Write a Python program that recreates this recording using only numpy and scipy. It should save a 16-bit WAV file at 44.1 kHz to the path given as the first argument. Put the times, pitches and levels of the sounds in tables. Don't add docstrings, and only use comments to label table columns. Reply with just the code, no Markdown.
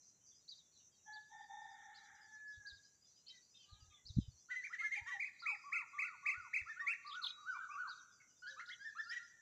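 import sys
import numpy as np
from scipy import signal
from scipy.fft import rfft, irfft, next_fast_len
from scipy.io import wavfile

SR = 44100
rng = np.random.default_rng(int(sys.argv[2]) if len(sys.argv) > 2 else 0)


def master(y):
    cut = np.clip(np.atleast_2d(y).T, -1, 1)
    pcm = np.round(cut * 32767)
    wavfile.write(sys.argv[1], SR, pcm.astype(np.int16))


N = 414981
TIME = np.arange(N) / SR
ALONG = np.linspace(0, 1, 33)

# frequency in Hz, relative level in dB.
AIR_SPECTRUM = [(30, -19), (70, 2), (140, 4), (250, -1), (500, -6), (1000, -10), (2500, -13.5),
                (4500, -18.5), (8000, -23.5), (10000, -22.5), (15000, -25.5)]
INSECT_SPECTRUM = [(3500, -54), (4800, -32), (5600, -14.5), (6200, -8.5), (7000, 5.5), (7600, -1.5),
                   (8200, -15), (9000, -35), (11000, -66)]
CHIRR_SPECTRUM = [(4200, -61), (5000, -31), (5550, -5), (5800, 3), (6200, 3), (6500, -6), (7200, -25),
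                  (8500, -70.5)]
RASP_SPECTRUM = [(1500, -31.5), (2500, 7.5), (3700, 1), (5200, -16), (6700, 1.5), (9000, -30), (10500, -35),
                 (12300, -29), (15000, -34.5)]
ECHO_SPECTRUM = [(500, -22), (1500, 9.5), (2600, 2.5), (4000, 8.5), (7000, -6), (14000, 0.5)]
# time in seconds, gain in dB.
CHIRR_DRIFT = [(0, 5), (1.2, 1.5), (1.7, -0.5), (4.2, 0.5), (4.5, 4.5), (5.3, -7), (7.6, 0.5), (8.0, 2.5),
               (9.4, 0)]

# start and length in seconds, the fundamental's level in dB and slope in dB/s,
# the second harmonic's level in dB and slope in dB/s.
CROW_SYLLABLES = [(1.048, 0.17, -60.5, 30, -57.5, 1), (1.289, 0.19, -58.5, -1, -63.5, 8),
                  (1.471, 0.93, -53, -24.5, -63, -3.5), (2.302, 0.281, -79, -72, -56.5, 2.5),
                  (2.589, 0.2, -82, -60, -45.5, -150)]
# time in seconds, pitch in Hz.
CROW_MELODY = [(1.05, 855.3), (1.21, 856), (1.34, 898), (1.7, 903), (2.12, 877), (2.55, 847.3), (2.79, 796)]
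# time in seconds, roughness from 0 to 1.
CROW_HOARSENESS = [(1.05, 0.19), (1.25, 0.04), (1.35, 0.34), (1.7, 0.32), (1.85, 0.64), (2.15, 0.89),
                   (2.33, 0.09), (2.55, 0.03), (2.7, 0.09)]
SONG_HOARSENESS = [(4.5, 0.07), (4.65, 0.03), (4.78, 0.12), (4.85, 0.02), (4.95, 0.07), (5.06, 0.2),
                   (5.16, 0.08), (5.2, 0), (6.6, 0), (6.85, 0), (8.4, 0.03), (9.09, 0), (9.13, 0.22),
                   (9.19, 0.09), (9.23, 0)]

# time in seconds, level in dB, pitch in Hz.
MIC_BUMPS = [(2.085, -74, 91), (2.579, -61, 74), (2.729, -58.5, 78), (3.732, -50, 69), (3.829, -60, 69),
             (3.889, -61.5, 73.5), (4.058, -60, 74.6), (4.107, -44.5, 82), (4.1729, -26, 119),
             (4.1879, -20.5, 169), (4.198, -32.5, 96.5), (4.287, -44, 87), (5.023, -58.5, 71.7),
             (6.382, -58, 75.5), (6.622, -54.5, 69.5)]
# frequency in Hz, level in dB, seconds to fall 60 dB.
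METAL_MODES = [(2480, -60, .25), (3860, -50, .55), (5080, -64, .25), (6300, -63, .22)]

# start in seconds, level in dB.
CHIP_CALLS = [(0.481, -66), (1.125, -74.5), (1.945, -76), (2.663, -69), (3.2674, -69.5), (4.055, -70),
              (5.3934, -71), (7.062, -69), (7.877, -68), (8.4688, -72)]
# seconds from its start, pitch in Hz, relative level in dB.
CHIP_CONTOUR = [(0, 4064, -5.5), (.012, 4550, 2), (0.024, 4910, -1), (0.032, 4070, -1), (0.043, 3695, 2.5),
                (0.056, 3470, -12)]

# start, rise and fall in seconds, top pitch in Hz, swing below the top in Hz, level in dB.
ANSWER_ARCHES = [(.72, 0, 0.051, 4340, 457, -67.5), (.79, 0.0025, 0.013, 3020, 294, -74),
                 (2.48, 0.0019, 0, 5300, 900, -60), (2.53, 0.003, 0.016, 3830, 200, -68.5),
                 (3.26, 0.038, 0.0058, 3135, 100, -61.5), (3.28, 0, 0.017, 2750, 700, -71),
                 (3.32, 0, 0.049, 2030, 100, -67.5), (3.575, 0.0065, 0.066, 3180, 300, -62),
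                 (3.64, 0.18, 0.17, 1270, 130, -71.5), (3.91, 0, 0.012, 2520, 430, -65),
                 (3.97, 0, 0.022, 2090, 130, -72), (4.2, 0.0038, 0.043, 3170, 220, -68.5),
                 (3.68, 0.013, 0.049, 4370, 700, -62.5), (3.74, 0.0075, .08, 3150, 400, -74),
                 (3.9, 0, 0.066, 3700, 350, -65.5), (4.16, 0, .07, 4080, 500, -64),
                 (8.2, 0, 0.015, 2197, 150, -59), (8.47, 0.047, .07, 539, 45, -73)]
TWITTER_ARCHES = [ (3.546, 0.017, 0.013, 3700, 121, -67), (7.113, 0.033, 0.011, 3780, 760, -55.5),
                  (7.220, 0.0058, 0.022, 4430, 950, -42), (7.248, .006, .018, 4420, 1150, -42),
                  (7.272, 0.027, 0.0091, 4500, 1010, -49), (8.660, 0.012, 0.02, 5500, 1747, -57),
                  (8.691, .018, 0, 5800, 2100, -63), (8.712, 0.025, 0.01, 3440, 496, -59),
                  (9.035, 0.039, 0.017, 5200, 800, -67), (9.095, 0.022, 0.00069, 5350, 650, -55),
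                  (9.232, .035, 0, 5530, 697, -73)]
FAR_ARCHES = [ (4.966, 0.015, 0.012, 830, 30, -52.5), (5.140, 0.0027, 0.03, 826, 40, -50),
              (5.420, 0.0082, 0.097, 1406, 587, -44.5), (5.522, 0.0033, 0.016, 840, 40, -51),
              (6.812, 0.0053, 0.045, 1164, 61.5, -47), (7.530, 0.018, 0.074, 1492, 214, -45.5),
              (7.543, .022, 0.007, 2380, 130, -52), (7.594, 0.024, .036, 1583, 327.5, -43),
              (7.700, 0.048, 0.0078, 2685, 448, -52), (7.846, 0.029, 0.047, 1588, 391, -45.5)]
CLOSING_ARCHES = [ (8.424, 0.013, 0.026, 1490, 61, -46), (8.452, 0.053, 0.026, 1727, 277, -44.5),
                  (8.566, 0.039, 0.0011, 1374, 239, -46.5), (8.592, 0.016, 0.0038, 2180, 830, -44),
                  (8.592, 0.028, 0, 1456, 461, -46.5), (8.668, 0.035, 0.0054, 1465, 40, -52),
                  (8.694, 0.024, 0.0034, 2150, 584, -45), (8.797, .042, 0, 1662, 90.5, -48),
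                  (8.842, 0.016, 0.042, 1814, 158, -40.5), (8.954, 0.026, 0.0027, 1400, 255, -44.5),
                  (8.986, 0.021, 0.0051, 1801, 149, -35), (9.058, 0.029, 0, 1416, 70.7, -47.5),
                  (9.099, 0.039, 0.0087, 1957, 322, -38.5), (9.159, 0.0089, 0.014, 1962, 110, -38),
                  (9.197, 0.032, 0, 1414, 40, -51.5), (9.235, 0.022, 0.0065, 1820, 100, -58.5),
                  (9.322, 0.039, 0.056, 1830, 100, -60.5)]
CHATTER_ARCHES = [ (4.490, .018, .040, 1525, 131, -48.5), (4.503, 0.014, 0.04, 2015, 213, -39),
                  (4.550, 0.017, 0.049, 2031, 90, -38.5), (4.633, 0.022, 0.02, 2416, 748, -42.5),
                  (4.697, 0.035, 0, 1500, 400, -53), (4.729, 0.0089, 0.017, 2000, 323, -40),
                  (4.786, 0.012, 0.027, 2160, 204, -38.5), (4.805, 0.025, 0.017, 1398, 220, -50),
                  (4.835, 0.016, 0.021, 1730, 49.6, -39), (4.835, 0.0087, 0.04, 2152, 103, -37),
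                  (4.909, 0.02, 0.036, 2157, 389, -36.5), (4.949, .014, 0.033, 2462, 576, -41),
                  (5.061, 0.023, 0.034, 1909, 221, -42.5), (5.108, 0.017, .048, 1974, 201, -40),
                  (6.657, 0.026, 0.019, 1406, 324, -51), (6.687, 0.022, 0.021, 1820, 150, -43),
                  (6.762, 0.025, 0.012, 1502, 179, -47), (6.796, 0.027, 0, 1888, 145, -37),
                  (6.865, 0.058, 0.017, 2737, 836, -32), (6.880, .028, 0.0055, 1398, 40, -50),
                  (6.908, 0.036, 0, 1890, 446, -50)]
# time of the top in seconds, top pitch in Hz, level at the top in dB,
# level of the lead-in in dB, tempo factor.
FAR_SWOOPS = [(5.090, 1165, -51, -62.5, 1.4), (5.754, 1421, -43.5, -49.5, 1.1),
              (6.062, 1462, -46.5, -48.5, 0.97), (6.374, 1467, -45.5, -49.5, 0.87),
              (7.168, 1479, -42, -47, 1.05), (7.491, 1527, -36.5, -54, 1.09),
              (7.804, 1493, -37.5, -44, 1.11)]
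# start and length in seconds, mean top and dip in Hz, level in dB.
NEAR_CALLS = [(5.194, 0.096, 2500, 2002, -37), (5.458, 0.098, 2583, 2253, -35),
              (5.723, .098, 2646, 2038, -34.5), (5.985, 0.1, 2635, 1998, -34.5),
              (6.258, 0.088, 2635, 2036, -32), (6.534, 0.083, 2641, 2022, -33)]
# a harmonic's gain in dB, from the fundamental up.
TWITTER_HARMONICS = [10, -31.5, -37]
FAR_HARMONICS = [-1.5, -40, -42]
CLOSING_HARMONICS = [-3.5, -23.5, -22.5, -46]
NEAR_HARMONICS = [-1.5, -30, -30.5, -45.5, -59]

RISE_CURVE, FALL_CURVE = 1.7, 1.5


def from_db(db):
    return 10 ** (np.asarray(db) / 20)


def rms_one(x):
    return x / np.sqrt(np.mean(x ** 2) + 1e-20)


def in_time(rows):
    return np.interp(TIME, *np.transpose(rows))


def eased(x):
    return np.sin(np.pi / 2 * np.clip(x, 0, 1)) ** 2


def coloured(spectrum, size=N):
    hz, db = np.transpose(spectrum)
    padded = next_fast_len(size)
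    bins = np.maximum(np.fft.rfftfreq(padded, 1 / SR), 1)
    gain = from_db(np.interp(np.log(bins), np.log(hz), db))
    return rms_one(irfft(rfft(rng.standard_normal(padded)) * gain, padded)[:size])


def band_noise(low_hz, high_hz):
    band = signal.butter(4, [low_hz, high_hz], "band", fs=SR, output="sos")
    return rms_one(signal.sosfilt(band, rng.standard_normal(N)))


def add(out, start_s, sound):
    i = max(int(start_s * SR), 0)
    out[i:i + len(sound)] += sound[:max(N - i, 0)]


def scattered(x, spread_s):
    t = TIME[:SR // 4]
    response = rng.standard_normal(len(t)) * np.exp(-t / spread_s)
    return signal.fftconvolve(x, response / np.sqrt(np.sum(response ** 2)))[:N]


def outdoors(x, wet_db, t60, early_db):
    t = TIME[:SR]
    tail = coloured(ECHO_SPECTRUM, size=SR) * from_db(-60 * t / t60) * (1 - np.exp(-t / 0.0029))
    clumps_db = 3 * np.interp(t, np.linspace(0, t[-1], 120), rng.standard_normal(120))
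    tail *= from_db(clumps_db)
    response = from_db(wet_db) * tail / np.sqrt(np.sum(tail ** 2))
    lags = (rng.uniform(.002, .028, size=16) * SR).astype(int)
    response[lags] += from_db(early_db) * rng.choice([-1, 1], size=16) / np.sqrt(len(lags))
    return x + signal.fftconvolve(x, response)[:N]


def sung(start, length, hz, peak_db, attack_s, fade_db, throat_hz, throat_db):
    t = ALONG * max(length, 1 / 200)
    onset_db = -10.5 * np.clip(1 - t / attack_s, 0, 1)
    db = onset_db - fade_db * ALONG ** 2 - throat_db * np.abs(np.log2(hz / throat_hz))
    return np.transpose([start + t, hz, peak_db + db - db.max()])


def arches(rows, **voice):
    notes = []
    for start, rise, fall, top_hz, swing_hz, db in rows:
        t = ALONG * (rise + fall) - rise
        climb = np.clip(-t / max(rise, 1 / 100), 0, 1) ** RISE_CURVE
        drop = np.clip(t / max(fall, 1 / 200), 0, 1) ** FALL_CURVE
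        notes.append(sung(start, rise + fall, top_hz - swing_hz * (climb + drop), db, **voice))
    return notes


def glide(turns, hz):
    place = np.interp(ALONG, turns, np.arange(len(turns)))
    leg = np.minimum(place.astype(int), len(turns) - 2)
    u = place - leg
    first, last = leg == 0, leg == len(turns) - 2
    progress = np.select([first, last], [1 - (1 - u) ** RISE_CURVE, u ** FALL_CURVE], eased(u))
    return np.interp(leg + progress, np.arange(len(turns)), hz)


def smooth_pitch(t, s, hz):
    rate = np.diff(hz) / np.maximum(np.diff(s), 1e-3)
    before, after = rate[:-1], rate[1:]
    inner = np.where(before * after > 0, 2 * before * after / (before + after + 1e-9), 0)
    slope = np.r_[rate[0], inner, rate[-1]]
    place = np.interp(t, s, np.arange(len(s)))
    leg = np.minimum(place.astype(int), len(s) - 2)
    u = place - leg
    lean = (slope[leg] - rate[leg]) * (1 - u) - (slope[leg + 1] - rate[leg]) * u
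    return np.interp(t, s, hz) + np.diff(s)[leg] * u * (1 - u) * lean


def whistle(notes, harmonics_db, rasp, flutter_hz=430, fade_s=0.0044, hiss_db=-13, harsh_db=16,
            sidebands=1):
    pure, upper, loudness = np.zeros((3, N))
    flutter = sidebands * rasp * band_noise(flutter_hz * .88, flutter_hz * 1.12)
    jitter = .35 * rasp * band_noise(80, 500)
    for note in notes:
        s, hz, db = np.transpose(note)
        span = slice(max(int((s[0] - fade_s) * SR), 0), int((s[-1] + fade_s) * SR))
        t = TIME[span]
        phase = 2 * np.pi * np.cumsum(smooth_pitch(t, s, hz)) / SR + jitter[span]
        fade = eased(np.minimum(t - t[0], t[-1] - t) / fade_s)
        level = fade * from_db(np.interp(t, s, db)) * (1 + flutter[span])
        pure[span] += level * np.sin(phase) * from_db(harmonics_db[0])
        for harmonic, gain_db in enumerate(harmonics_db[1:], 2):
            upper[span] += level * from_db(gain_db) * np.sin(harmonic * phase)
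        loudness[span] += level
    if len(harmonics_db) == 1:
        return pure
    hiss = from_db(hiss_db) * loudness * rasp * coloured(RASP_SPECTRUM)
    harsh = upper * from_db(harsh_db * rasp)
    return pure + 0.48 * harsh + scattered(harsh + hiss, spread_s=0.0048)


def still_air():
    return from_db(-83) * coloured(AIR_SPECTRUM)


def insects(hiss_db=-80.5, chirr_db=-76, swell_hz=3.9):
    hiss = from_db(hiss_db) * coloured(INSECT_SPECTRUM) * from_db(.8 * band_noise(1, 25))
    swell_db = 3.5 * np.cos(2 * np.pi * swell_hz * (TIME - .04)) + 2.5 * band_noise(1, 14)
    return hiss + from_db(chirr_db + swell_db + in_time(CHIRR_DRIFT)) * coloured(CHIRR_SPECTRUM)


def distant_birds(level_db=-76, spread_db=5, low_hz=2300, range_hz=2800, count=300):
    notes = []
    for when, pitch, slant, loud, length in rng.random((count, 5)):
        s, half = when * (TIME[-1] - .1), .006 + .015 * length
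        hz = low_hz + range_hz * np.sqrt(pitch)
        db = level_db + spread_db * (2 * loud ** 2 - 1) + 8 * (pitch - .5)
        bend = .12 * slant - .065
        notes.append([(s, hz * (1 - bend), db), (s + half, hz, db),
                      (s + 2 * half, hz * (1 + bend), db - 2)])
    blurred = scattered(whistle(notes, [0], rasp=.12), spread_s=.02)
    return outdoors(blurred, wet_db=-14, t60=.4, early_db=-8)


def answering_birds():
    notes = arches(ANSWER_ARCHES, attack_s=0.051, fade_db=6, throat_hz=2500, throat_db=4.5)
    direct = whistle(notes, [0], rasp=0.3)
    return from_db(-14) * direct + from_db(-1) * scattered(direct, spread_s=0.031)


def rooster(attack_s=0.047, release_s=0.045):
    pitch, rasp = in_time(CROW_MELODY), in_time(CROW_HOARSENESS)
    first, second = np.zeros((2, N))
    for s, length, first_db, first_slope, second_db, second_slope in CROW_SYLLABLES:
        t = TIME[:int(length * SR)]
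        swell = eased(np.minimum(t / attack_s, (length - t) / release_s))
        add(first, s, swell * from_db(first_db + first_slope * t))
        add(second, s, swell * from_db(second_db + second_slope * t))
    phase = 2 * np.pi * np.cumsum(pitch * (1 + 0.056 * rasp * band_noise(14, 120))) / SR
    hoarse = 1 + 0.47 * rasp * band_noise(270, 503)
    broken = np.clip(3 * rasp, 0, 1)
    low = np.sqrt(1 - broken ** 2) * np.sin(phase) + broken * band_noise(782, 892) / np.sqrt(2)
    fourth = broken * from_db(-14) * first * np.sin(4 * phase)
    voice = first * low + second * hoarse * np.sin(2 * phase) + fourth
    return from_db(1.5) * outdoors(voice, wet_db=-9, t60=0.51, early_db=-17.5)


def microphone_bumps(lead_s=0.05):
    out, t = np.zeros(N), TIME[:SR // 4] - lead_s
    rumble = band_noise(57, 125)
    for s, db, hz in MIC_BUMPS:
        push = np.cos(2 * np.pi * hz * t) * np.exp(-(t * hz / 0.5) ** 2)
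        shudder = rumble[int(s * SR):][:len(t)] * np.exp(-np.abs(t) / np.where(t < 0, .008, .03))
        shudder_db = -64.5 + 0.51 * (db + 53)
        add(out, s - lead_s, from_db(db) * push + from_db(shudder_db) * shudder)
    return out


def metal_ping(start_s=7.28, attack_s=0.00043):
    out, t = np.zeros(N), TIME[:SR]
    ring = sum(from_db(db - 60 * t / t60) * np.sin(2 * np.pi * hz * t) for hz, db, t60 in METAL_MODES)
    add(out, start_s, ring * (1 - np.exp(-t / attack_s)))
    return out


def chipping_bird(echo_s=.068, echo_db=-10):
    detunes = 1 + .035 * rng.standard_normal((len(CHIP_CALLS), len(CHIP_CONTOUR)))
    notes = [[(s + dt, hz * ratio, db + rel) for (dt, hz, rel), ratio in zip(CHIP_CONTOUR, detune)]
             for (s, db), detune in zip(CHIP_CALLS, detunes)]
    direct = whistle(notes, [0], rasp=.25)
    chips = from_db(6.5) * direct + from_db(12) * scattered(direct, spread_s=0.01)
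    out = chips + from_db(3.5) * scattered(direct, spread_s=0.052)
    add(out, echo_s, from_db(echo_db) * scattered(chips, spread_s=0.0029))
    return out


def twittering_bird():
    notes = arches(TWITTER_ARCHES, attack_s=0.0053, fade_db=1, throat_hz=3500, throat_db=39)
    direct = whistle(notes, TWITTER_HARMONICS, rasp=0.22)
    return from_db(-2.5) * direct + from_db(-8) * scattered(direct, spread_s=.014)


def swoops(lead_s=0.066, rise_s=.058, fall_s=0.09):
    turns = np.array([-rise_s - lead_s, -rise_s - lead_s / 2, -rise_s, 0, fall_s])
    t = turns[0] + ALONG * np.ptp(turns)
    share_of_top = glide((turns - turns[0]) / np.ptp(turns), [.75, .82, .75, 1, .64])
    notes = []
    for s, top_hz, top_db, lead_db, tempo in FAR_SWOOPS:
        db = np.interp(t, turns, [lead_db - 3, lead_db, lead_db - 3, top_db, top_db - 12])
        notes.append(np.transpose([s + t / tempo, top_hz * share_of_top, db]))
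    return notes


def far_songbird():
    notes = swoops() + arches(FAR_ARCHES, attack_s=0.011, fade_db=4.5, throat_hz=1310, throat_db=15)
    voice = from_db(-2) * whistle(notes, FAR_HARMONICS, rasp=0.015)
    return outdoors(voice, wet_db=-11, t60=0.79, early_db=-3.5)


def closing_phrase():
    notes = arches(CLOSING_ARCHES, attack_s=0.021, fade_db=7, throat_hz=1810, throat_db=16)
    voice = whistle(notes, CLOSING_HARMONICS, in_time(SONG_HOARSENESS), hiss_db=-7.5, sidebands=0.86)
    return outdoors(from_db(0.5) * voice, wet_db=-13, t60=.62, early_db=-8)


def double_calls(foot_hz=1820, step_hz=40, **voice):
    turns = [0, .23, .47, .66, 1]
    return [sung(s, length, glide(turns, [foot_hz, top - step_hz, dip, top + step_hz, foot_hz]), db,
                 **voice) for s, length, top, dip, db in NEAR_CALLS]


def near_songbird():
    chatter = arches(CHATTER_ARCHES, attack_s=0.016, fade_db=10, throat_hz=2100, throat_db=18.5)
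    calls = double_calls(attack_s=0.0074, fade_db=14, throat_hz=2150, throat_db=12)
    rasp = in_time(SONG_HOARSENESS)
    voice = whistle(chatter + calls, NEAR_HARMONICS, rasp, hiss_db=-2.5, harsh_db=21, sidebands=1.16)
    return outdoors(from_db(1.5) * voice, wet_db=-17, t60=1.0, early_db=-7)


def scene():
    background = still_air() + insects() + distant_birds() + answering_birds() + rooster()
    touches = microphone_bumps() + metal_ping()
    small_birds = chipping_bird() + twittering_bird()
    song = far_songbird() + closing_phrase() + near_songbird()
    return (background + touches + small_birds + song)[None]


def record(dry, stop_hz=15960):
    return signal.sosfilt(signal.cheby2(16, 60, stop_hz, fs=SR, output="sos"), dry)


dry = scene()
out = record(dry)
master(out)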